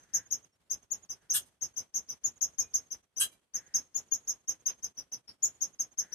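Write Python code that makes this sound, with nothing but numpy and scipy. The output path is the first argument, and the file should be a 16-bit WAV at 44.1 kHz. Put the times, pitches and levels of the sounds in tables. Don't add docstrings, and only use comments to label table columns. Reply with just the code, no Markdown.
import sys
import numpy as np
from scipy import signal
from scipy.fft import rfft, irfft
from scipy.io import wavfile
from scipy.ndimage import uniform_filter1d

SR = 44100
rng = np.random.default_rng(int(sys.argv[2]) if len(sys.argv) > 2 else 0)


def natural_amplitude(level_db):
    exponent = np.asarray(level_db, float) / 20
    return 10 ** exponent


def wrap_up_sound(samples):
    columns = np.atleast_2d(samples).T
    tamed = np.clip(columns, -1, 1)
    steps = np.round(tamed * 32767).astype(np.int16)
    wavfile.write(sys.argv[1], SR, steps)


N = 270774
LEAD_IN = 8192


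def curve(points, hz):
    table_hz, values = np.transpose(points)
    return np.interp(np.log(hz + 1), np.log(table_hz), values)


def rms_one(x):
    return x / np.sqrt(np.mean(x ** 2) + 1e-20)


def filtered(x, order, hz, kind="low"):
    return signal.sosfilt(signal.butter(order, hz, kind, fs=SR, output="sos"), x)


def coloured(x, points):
    hz = np.arange(x.shape[-1] // 2 + 1) * SR / x.shape[-1]
    return irfft(rfft(x) * natural_amplitude(curve(points, hz)), x.shape[-1])


def wobble(size, hz):
    settle = 999
    white = rng.standard_normal(size + settle)
    return rms_one(filtered(white, 2, hz)[settle:])


def add(track, x, s):
    at = LEAD_IN + round(s * SR)
    x = x[:, :max(track.shape[1] - at, 0)]
    track[:, at:at + x.shape[1]] += x


# (f/Hz, level/dB)
AIR_COLOUR = [(18, -37), (30, -9), (60, -10.5), (310, -12.5), (1130, -18.5), (2890, -23.5), (3290, -21),
              (3550, -25), (4150, -25.5), (4980, -27.5), (7350, -27.5), (8580, -24), (14800, -37)]
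# (f/Hz, likeness 0 to 1)
LIKENESS = [(40, .72), (150, .78), (300, .58), (600, .45), (1500, .2), (4000, .05)]
# (f/Hz, level/dB)
LEFT_LEAN = [(40, -8), (150, -3), (600, -0.94), (3000, -1.5), (12000, 1)]


def air():
    hz = np.arange(N // 2 + 1) * SR / N
    mid, side = rfft(rng.standard_normal((2, N)))
    alike = np.clip(curve(LIKENESS, hz), 0, 1)
    lean = natural_amplitude(curve(LEFT_LEAN, hz) / 2)
    left, right = np.sqrt(1 + alike) * mid + np.sqrt(1 - alike) * side * [[1], [-1]]
    noise = irfft(natural_amplitude(curve(AIR_COLOUR, hz)) * [left * lean, right / lean], N)
    return natural_amplitude(-55.5 + 1.1 * wobble(N, hz=27)) * rms_one(noise)


# (t/s, level/dB)
BREEZE = [
    (0, -63.5),
    (1, -70.5),
    (2, -70),
    (2.8, -66),
    (3.1, -84),
    (4.502, -72.5),
    (6.14, -77),
]


def breeze():
    s, level_db = np.transpose(BREEZE)
    shared, left, right = rng.standard_normal((3, N))
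    ports = np.array([shared + .4 * left, .6 * shared + .25 * right])
    rumble = rms_one(filtered(ports, 2, [45, 110], "band"))
    gusts_db = np.interp(np.arange(N) / SR, s, level_db)
    return natural_amplitude(gusts_db + 0.83 * wobble(N, hz=1.3)) * rumble


# (t/s, level/dB, length/s)
RUSTLES = [
    (4.476, -59, 0.091),
    (4.656, -51, 0.094),
    (5.262, -59.5, .06),
]


def fingers():
    track = np.zeros((2, LEAD_IN + N))
    for s, level_db, length in RUSTLES:
        u = np.linspace(0, 1, round(length * SR))
        grains = rng.standard_normal((2, len(u))) * natural_amplitude(2.3 * wobble(len(u), hz=150))
        rub = rms_one(filtered(grains, 3, [300, 3800], "band"))
        add(track, natural_amplitude(level_db) * np.sin(np.pi * u) * rub, s)
    return track[:, LEAD_IN:]


# (t/s, pitch f/Hz, level/dB, length/s)
NOTES = [
    (.519, 5500, -56, .038),
    (.62, 7150, -71, .08),
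    (2.6, 2460, -60, .12),
    (3.3, 2350, -63, .08),
    (3.59, 7200, -65, .15),
]


def thin_notes():
    track = np.zeros((2, LEAD_IN + N))
    for s, pitch_hz, level_db, length in NOTES:
        u = np.linspace(0, 1, round(length * SR))
        phase = 2 * np.pi * np.cumsum(pitch_hz * (1 + 0.0038 * wobble(len(u), hz=60))) / SR
        swell = natural_amplitude(level_db + 2.5 * wobble(len(u), hz=40)) * np.sin(np.pi * u) ** .5
        add(track, swell * np.sin(phase) * np.ones((2, 1)), s)
    return track[:, LEAD_IN:]


# (t/s, throat f/Hz, level/dB, length/s)
CAWS = [
    (-.03, 1600, -57, 0.15),
    (0.061, 1720, -53, 0.233),
    (1.162, 1630, -57, 0.159),
    (3.526, 1750, -52.5, .28),
    (5.993, 1700, -53, 0.21),
]


def far_crow():
    track = np.zeros((2, LEAD_IN + N))
    for s, throat_hz, level_db, length in CAWS:
        u = np.linspace(0, 1, round(length * SR))
        cycles = np.cumsum(330 * (1 + .12 * wobble(len(u), hz=153))) / SR
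        pulses = np.diff(np.floor(cycles), prepend=0)
        rasp = pulses * 8 + .5 * rng.standard_normal((2, len(u)))
        caw = rms_one(filtered(rasp, 2, [throat_hz / 1.14, throat_hz * 1.14], "band"))
        swell = natural_amplitude(level_db - 3.5 + 0.8 * wobble(len(u), hz=25.2)) * np.sin(np.pi * u) ** .5
        add(track, swell * caw, s)
    return track[:, LEAD_IN:]


def far_wall(call, rough, echo_db, beam_hz):
    beamed = filtered(call, 3, beam_hz, "band")
    beamed = signal.fftconvolve(beamed[None], rough, axes=1)[:, :len(call)]
    beamed *= np.sqrt(np.sum(call ** 2) / np.sum(beamed ** 2, axis=1, keepdims=True))
    return natural_amplitude([[echo_db - 17], [echo_db - 8.5]]) * beamed


def outdoors(call, pan_db, echo_db, beam_hz, habit):
    port_lag = 5
    t = np.arange(habit.shape[-1]) / SR
    paths = 1.51 * habit + 1.2 * rng.standard_normal(habit.shape)
    sparse = np.abs(habit[1]) > 2.3
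    steelwork = natural_amplitude(-1.5) * paths[0] * sparse * natural_amplitude(-60 * t / 0.097) * (t > .001)
    tree_decay = natural_amplitude(-31 - 60 * t / 0.15) + natural_amplitude(-54.5 - 60 * t / 4.8) * (1 - t / t[-1])
    trees = paths[1] * tree_decay * np.clip(t / 0.002, 0, 1)
    dull = filtered(trees, 2, 8500)
    response = steelwork + dull + (trees - dull) * natural_amplitude(-60 * t / 0.18)
    response[[0, 1], [0, port_lag]] += natural_amplitude([pan_db / 2, -pan_db / 2]) * natural_amplitude(3.0)
    heard = signal.fftconvolve(call[None], response, axes=1)
    heard *= np.sqrt(np.sum(call ** 2) / np.sum(heard ** 2) * 2)
    rough = paths[1][:, :150] * natural_amplitude(-60 * t[:150] / .008)
    lag = round(.1178 * SR)
    heard[:, lag:lag + len(call)] += far_wall(call, rough, echo_db, beam_hz)
    return heard


def chip(level_db, top_hz, length):
    u = np.arange(round(length * SR)) / (length * SR)
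    rising = 0.35 * np.abs(1 - u / .48) ** 2.6
    falling = 0.21 * np.abs((u - .48) / 0.46) ** 1.8
    sag = np.where(u < .48, rising, falling)
    pitch_hz = 1.012 * top_hz * (1 - sag) * (1 + 0.001 * wobble(len(u), hz=302))
    phase = 2 * np.pi * np.cumsum(pitch_hz) / SR
    swell = u ** 0.78 * (1 - u) ** .5 * natural_amplitude(-33 * sag)
    swell = swell / swell.max() * natural_amplitude(1.58 * wobble(len(u), hz=187))
    octave = natural_amplitude(-20.5 - 15 * sag + 2.5 * wobble(len(u), hz=400))
    whistle = natural_amplitude(level_db - 2.5) * swell * (np.sin(phase) + octave * np.sin(2 * phase))
    return filtered(whistle, 6, .79 * top_hz, "high")


VOICED_S, CHOKE_S = 0.042, 0.0047


def bark_effort(t, lead_s):
    hiss_db, burst_s, crest_s, sag_db = -22, 0.0016, 0.0067, 11.5
    sag = -sag_db * ((t - crest_s) / (VOICED_S - crest_s)) ** 2
    hiss = hiss_db * np.clip(-t / burst_s, 0, 1) - 18 * np.clip(1 - (t + lead_s) / .004, 0, 1)
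    choke = -26 * np.clip((t - VOICED_S) / CHOKE_S, 0, 1)
    return np.where(t < 0, hiss, sag) + choke


def bark(peak_db, lead_s, top_hz, colour):
    slack_hz, taut_s = 1560, .022
    t = np.arange(round((lead_s + VOICED_S + CHOKE_S) * SR)) / SR - lead_s
    rate_hz = slack_hz + (top_hz - slack_hz) * np.clip(1 - (t / taut_s - 1) ** 2 / 2, 0, 1)
    phase = 2 * np.pi * np.cumsum(rate_hz * (1 + .03 * wobble(len(t), hz=300))) / SR
    folds = np.zeros(len(t))
    for k in range(1, 10):
        harmonic_db = 4 * wobble(len(t), hz=150) - 4 * (k < 3)
        folds += np.cos(k * phase + k * k) * natural_amplitude(harmonic_db)
    folds = folds * (1 + .5 * np.cos(phase / 4))
    breath = rng.standard_normal(len(t)) * (1 + .6 * np.cos(phase))
    breath = breath * natural_amplitude(3 * wobble(len(t), hz=700))
    voice = rms_one(coloured(rms_one(folds) + .6 * breath, colour))
    lows = filtered(voice, 4, 7400)
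    highs = filtered(voice, 4, 7400, "high")
    opened = np.clip(t / .013, 0, 1)
    return natural_amplitude(peak_db + bark_effort(t, lead_s) + 3.0) * (highs + opened * lows)


# (t/s, peak level/dB, top pitch f/Hz, wall echo level/dB as the head turns)
CHIPS = [(-0.092, -20.5, 6380, -17.5), (0.1395, -20.5, 6574, -13), (0.3112, -23.5, 6542, -11.5),
         (0.7036, -25, 6420, -13), (0.9078, -26.5, 6676, -6.5), (1.095, -30.5, 6186, -16.5),
         (1.3034, -21.5, 6378, -15.5), (1.6155, -26, 6477, -14.5), (1.7678, -27.0, 6263, -24),
         (1.9457, -23.5, 6566, -15), (2.0908, -29.5, 6117, -21.5), (2.241, -23.5, 6740, -13),
         (2.415, -21, 6556, -17), (2.5855, -21.5, 6526, -16.5), (2.7418, -22, 6460, -19.5),
         (2.908, -29.5, 6210, -15), (3.1671, -28, 6220, -16),
         (3.5414, -27.0, 6474, -9.5), (3.7458, -19.5, 6445, -23.5), (3.9478, -23.5, 6780, -16.5),
              (4.1163, -22.5, 6688, -17), (4.2792, -24.0, 6574, -21), (4.4812, -23, 6490, -14.5),
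              (4.6618, -23, 6370, -17), (4.829, -27.5, 6334, -14.5), (4.9739, -31, 5956, -21),
              (5.1212, -29.5, 6140, -25), (5.28, -36.5, 5482, -17.5), (5.4279, -20.5, 6880, -17.5),
              (5.612, -23, 6510, -12), (5.795, -24, 6480, -12), (5.9801, -24, 6413, -18),
              (6.1247, -28.5, 5950, -23)]
# (burst t/s, peak level/dB, hissed lead-in length/s, top fold rate f/Hz)
BARKS = [
    (1.336, -27.5, .016, 1694),
    (3.198, -26, 0.024, 1627),
]
# (f/Hz, level/dB)
BARK_COLOURS = [
    [(600, -39.5), (1000, -15.5), (1550, -9.5), (2250, -20.5), (2850, 0.5), (3500, -6.5), (4100, -3.5),
     (4800, -17.5), (5500, -10.5), (6800, -9.5), (9500, -4.5), (13300, -6.5), (14400, -10.5), (15200, -48)],
    [(600, -39.5), (1000, -11), (1550, -8.5), (2300, -19), (3150, 7), (3600, -19.5), (3950, 5),
     (4450, -20.5), (4900, -11), (6600, -6.5), (9800, -2), (13300, -8), (14600, -11.5), (15300, -62)],
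]


def rodent():
    track = np.zeros((2, LEAD_IN + N))
    habit = rng.standard_normal((2, 2, 16000))
    for s, level_db, top_hz, echo_db in CHIPS:
        length = .0365 + 0.017 * (top_hz - 6494) / 1000 - .0009 * (level_db + 25)
        call = chip(level_db + 5.0, top_hz, length)
        heard = outdoors(call, pan_db=11.5, echo_db=echo_db, beam_hz=[5900, 8500], habit=habit)
        add(track, heard, s - .0095)
    for (s, peak_db, lead_s, top_hz), colour in zip(BARKS, BARK_COLOURS):
        call = bark(peak_db, lead_s, top_hz, colour)
        heard = outdoors(call, pan_db=2, echo_db=-18, beam_hz=[2500, 13500], habit=habit)
        add(track, heard, s - lead_s)
    return track[:, LEAD_IN:]


def scene():
    return air() + breeze() + fingers() + thin_notes() + far_crow() + rodent()


def gate(x, open_db, ratio, shut_db, shut_ratio, smooth_s):
    r = np.exp(-1 / (smooth_s * SR))
    power = signal.lfilter([1 - r], [1, -r], np.mean(x ** 2, axis=0), zi=[natural_amplitude(2 * shut_db + 16)])[0]
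    level_db = 10 * np.log10(power + 1e-12)
    soft = -np.logaddexp(0, ratio * (open_db - level_db) / 4) * 4
    steep = -np.logaddexp(0, shut_ratio * (shut_db - level_db))
    gain_db = np.maximum(soft + steep, -27)
    return x * uniform_filter1d(natural_amplitude(gain_db), size=200)


# (lowest f/Hz, highest f/Hz)
MASKED_HZ = [(4050, 4750), (7350, 8100), (8100, 8900)]


def masked(x, margin_db):
    hz, s, cells = signal.stft(x, SR, nperseg=1024)
    power = np.mean(np.abs(cells) ** 2, axis=0)
    whistle = power[(hz > 5000) & (hz < 7200)].mean(axis=0)
    for low, high in MASKED_HZ:
        band = (hz > low) & (hz < high)
        beside = power[band].mean(axis=0)
        excess_db = 10 * np.log10(whistle / (beside + 1e-20) + 1e-9) - margin_db
        excess_db = np.minimum(excess_db, np.roll(excess_db, 1))
        cells[:, band] *= natural_amplitude(-np.clip(8 * excess_db, 0, 30))
    return signal.istft(cells, SR, nperseg=1024)[1][:, :N]


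def band_limit(x):
    return signal.sosfilt(signal.butter(12, 14970, fs=SR, output="sos"), x)


def record(dry):
    x = filtered(dry, 4, 48, "high")
    x = gate(x, open_db=-34.0, ratio=0.84, shut_db=-52.5, shut_ratio=2.5, smooth_s=0.0093)
    mirror = filtered(x, 8, 7600) * np.cos(2 * np.pi * 16000 * np.arange(N) / SR)
    x = x + natural_amplitude(-24) * filtered(mirror, 3, [8200, 10200], "band")
    x = signal.sosfilt(signal.cheby2(10, 60, 15300, fs=SR, output="sos"), x)
    x = masked(x, margin_db=15)
    return band_limit(x)


dry = scene()
out = record(dry)
wrap_up_sound(out)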